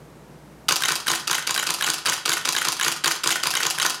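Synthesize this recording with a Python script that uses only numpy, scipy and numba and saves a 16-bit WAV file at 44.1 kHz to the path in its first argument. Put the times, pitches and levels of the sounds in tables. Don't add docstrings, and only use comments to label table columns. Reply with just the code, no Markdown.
import sys
import numpy as np
from scipy import signal
from scipy.fft import rfft, irfft
from scipy.io import wavfile
from numba import njit

SR = 44100
rng = np.random.default_rng(int(sys.argv[2]) if len(sys.argv) > 2 else 0)


def waveform_to_disk(signal):
    frames = np.transpose(np.atleast_2d(signal))
    scaled = np.clip(frames, -1, 1) * 32767
    samples = np.round(scaled).astype(np.int16)
    wavfile.write(sys.argv[1], SR, samples)


N = 176400
BANDS_HZ = 25 * 2 ** np.arange(0, 9.6, 1 / 3)


def undb(db):
    return 10 ** (np.asarray(db) / 20)


def unit(x):
    return x / np.sqrt(np.sum(x ** 2, axis=-1, keepdims=True))


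def per_band(table, column=1):
    points = np.array(table, float)
    return np.interp(np.log(BANDS_HZ), np.log(points[:, 0]), points[:, column])


def band_noise(size):
    octave = np.log2(np.maximum(np.arange(size // 2 + 1) * SR / size, 1))
    masks = np.array([np.interp(octave, np.log2(BANDS_HZ), row) for row in np.eye(len(BANDS_HZ))])
    white = rng.standard_normal((len(BANDS_HZ), size))
    return irfft(rfft(white) * np.sqrt(masks + 1e-12), size)


def fade(t, decay_s, attack_s):
    return (1 - np.exp(-t / attack_s)) * np.exp(-t / decay_s)


def add(out, start_s, x):
    i = int(start_s * SR)
    out[i:i + len(x)] += x[:max(len(out) - i, 0)]


@njit
def follow(x, attack_s, release_s):
    out, level = np.empty(len(x)), 0.
    for i in range(len(x)):
        lag_s = attack_s if abs(x[i]) > level else release_s
        level += (abs(x[i]) - level) / (lag_s * SR)
        out[i] = level
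    return out


def room_tone():
    # freq_hz, density_db
    spectrum = [(25, -34), (45, -17), (90, -20), (150, 0.5), (210, -7.5), (400, -8.5), (800, -14.5),
                (1600, -21.5), (3200, -30), (8000, -33.5), (13000, -37.5), (16000, -55)]
    # pitch_hz, rms_db
    partials = [(59.2, -58.5), (146, -56)]
    t = np.arange(N) / SR
    weights = unit(undb(per_band(spectrum)) * np.sqrt(BANDS_HZ))
    air = weights @ unit(band_noise(N)) * np.sqrt(N)
    hum = sum(np.sqrt(2) * undb(db) * np.sin(2 * np.pi * hz * t) for hz, db in partials)
    return undb(-46.5) * air + hum


def room(x, size=32768):
    # freq_hz, gain_db, t60_s
    reverb = [(103, -4, 0.6), (325, 0.5, 0.49), (1080, -3.5, 0.42), (1590, -4.5, 0.42), (3300, -4, 0.41),
              (5100, -4, 0.35), (7850, -6.5, 0.32), (15000, -7.5, 0.21)]
    # pitch_hz, gain_db, t60_s
    modes = [(150, 0, .5), (300, -3, .4), (339, 6, .28), (1012, 6, .33), (1065, -1, .22), (1295, -7, .35),
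             (1488, -8, .18), (2724, -2, .22), (4624, -10, .12), (4899, -10, .12)]
    # delay_s, gain_db
    echoes = [(0.0114, -27), (0.027, -22.5)]
    t = np.arange(size) / SR
    tail_decay_s = per_band(reverb, column=2)[:, None] / np.log(1000)
    weights = undb(per_band(reverb)) * np.sqrt(2 * np.gradient(BANDS_HZ) / SR)
    response = weights @ unit(band_noise(size) * fade(t, tail_decay_s, attack_s=.0035))
    for hz, db, t60_s in modes:
        decay_s = t60_s / np.log(1000)
        response += undb(db) * 2 / (decay_s * SR) * np.cos(2 * np.pi * hz * t) * np.exp(-t / decay_s)
    for delay_s, db in [(0, .032)] + echoes:
        response[int(delay_s * SR)] += undb(db)
    return signal.fftconvolve(x, response)[:N]


def camera(starts_s, blows, colour, size=2048):
    attack_s, body_decay_s, metal_decay_s = .00021, .0036, .0017
    jitter_s, scatter_db, detune, fresh_ratio = .00016, .7, .017, .93
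    bass_hang_hz = 970
    out, t = np.zeros(N), np.arange(size) / SR
    frame_noises = np.array([band_noise(size) for _ in starts_s])
    for offset_s, crack_db, base_decay_ms, tilt_db_per_oct, body_hz, body_db, metal_hz, metal_db in blows:
        density_db = per_band(colour) + tilt_db_per_oct * np.log2(BANDS_HZ)
        weights = undb(crack_db) * unit(undb(density_db) * np.sqrt(BANDS_HZ))
        crack_decay_s = base_decay_ms / 1000 * (1 + bass_hang_hz / BANDS_HZ[:, None])
        envelope = fade(t, crack_decay_s, attack_s)
        repeated = weights @ unit(band_noise(size) * envelope)
        modes = [(body_hz, body_db, body_decay_s, rng.random()),
                 (metal_hz, metal_db, metal_decay_s, rng.random())]
        noises = rng.permutation(frame_noises)
        deviations = rng.standard_normal((len(starts_s), 3))
        for start_s, noise, (late, force, shift) in zip(starts_s, noises, deviations):
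            fresh = weights @ unit(noise * envelope)
            blow = (repeated + fresh_ratio * fresh) / np.hypot(1, fresh_ratio)
            for hz, db, decay_s, phase in modes:
                ring = np.sin(2 * np.pi * (hz * (1 + detune * shift) * t + phase))
                blow += undb(db) * unit(ring * fade(t, decay_s, attack_s))
            add(out, start_s + offset_s + jitter_s * late, undb(scatter_db * force) * blow)
    return out


def fast_camera():
    # offset_s, crack_db, base_decay_ms, tilt_db_per_oct, body_hz, body_db, metal_hz, metal_db
    blows = [ (.0002, 0, 6.6, 0, 1330, -27, 2870, -3.5), (.0043, 5, 2.36, -1.5, 1386, -3.5, 4895, 1.5),
             (.0098, -3.5, 0.79, -0.5, 1220, -6.5, 2640, -5.5),
             (.0249, 1.5, 2.16, -3.5, 1072, -2.5, 2690, -9.5),
             (0.0274, -22, 0.67, 16.5, 1470, -3, 4470, -28), (.0356, 0.5, 2.0, -2, 1680, -10, 2850, -9),
             (.0396, 6.5, 0.88, 1, 1018, -4, 6450, -1), (0.0421, -2.5, 4.0, -1.5, 1540, -12.5, 1180, -4),
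             (.0747, 1, 1.1, 3.5, 1310, -21, 4700, -4), (.0792, 3.5, 5.1, 1.5, 778, -9, 2680, -4.5),
             (.1210, -4.5, 10, 0, 1230, -10, 5130, -13.5), ]
    # freq_hz, density_db
    colour = [(100, -14), (230, -14), (350, -2), (620, -11), (1100, 0), (2100, -1.5), (4500, 4.5),
              (7000, 0), (11000, -3), (16000, -21)]
    start_s, period_s, frames = .684, .19622, 17
    return camera(start_s + period_s * np.arange(frames), blows, colour)


def slow_camera():
    # offset_s, crack_db, base_decay_ms, tilt_db_per_oct, body_hz, body_db, metal_hz, metal_db
    blows = [ (-.0016, -5, 2.8, -2.5, 1570, -14.5, 3550, -32), (.0042, 1, 1.8, 1.5, 1610, 1.5, 3240, -5.5),
             (0.0186, 3.5, 0.95, 0.74, 1100, -6, 3784, 3), (0.0224, -3.5, 3, -1.8, 1470, -0.5, 3040, 1.5),
             (0.0343, -15, 0.4, 0.62, 2110, -1, 6556, 2.5), (.0374, -10.5, 1.0, -0.35, 855, -8, 7200, -2.5),
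             (0.0391, 1.5, 2, .8, 1424, -6, 3090, 2.5), (.0675, 0, 5.8, 2.1, 648, -18, 2800, -6),
             (.0711, -3.5, 4.6, 0, 1491, 4.5, 1830, 3), (0.0755, -5.5, 2.9, -2, 1435, -11, 2570, -8),
             (0.0808, -6, 0.9, 2.3, 1600, -26, 6200, -6), (0.113, -8.5, 2.6, 0.63, 1730, -25, 3340, -8), ]
    # freq_hz, density_db
    colour = [(100, -8), (230, -12.5), (350, -6.5), (620, -8), (1100, 0.5), (2100, 1), (4500, -2),
              (7000, -4.5), (11000, -3.5), (16000, -24.5)]
    start_s, period_s, frames = .8176, .24695, 13
    return camera(start_s + period_s * np.arange(frames), blows, colour)


def scene():
    radiation_hz, swell_db_per_s = 125, 1.5
    clacks = undb(5.5) * fast_camera() + undb(5) * slow_camera()
    radiated = signal.sosfilt(signal.butter(4, radiation_hz, "high", fs=SR, output="sos"), clacks)
    swell = undb(swell_db_per_s * (np.arange(N) - N / 2) / SR)
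    return (room(swell * radiated) + room_tone())[None]


def record(dry):
    threshold_db, slope, ceiling, cutoff_hz = -26, .57, 1.2, 15900
    level = follow(dry[0], attack_s=.033, release_s=.49)
    gain = np.maximum(level / undb(threshold_db), 1) ** -slope
    rounded = ceiling * np.tanh(dry * gain / ceiling)
    return signal.sosfilt(signal.ellip(8, .2, 70, cutoff_hz, fs=SR, output="sos"), rounded)


dry = scene()
out = record(dry)
waveform_to_disk(out)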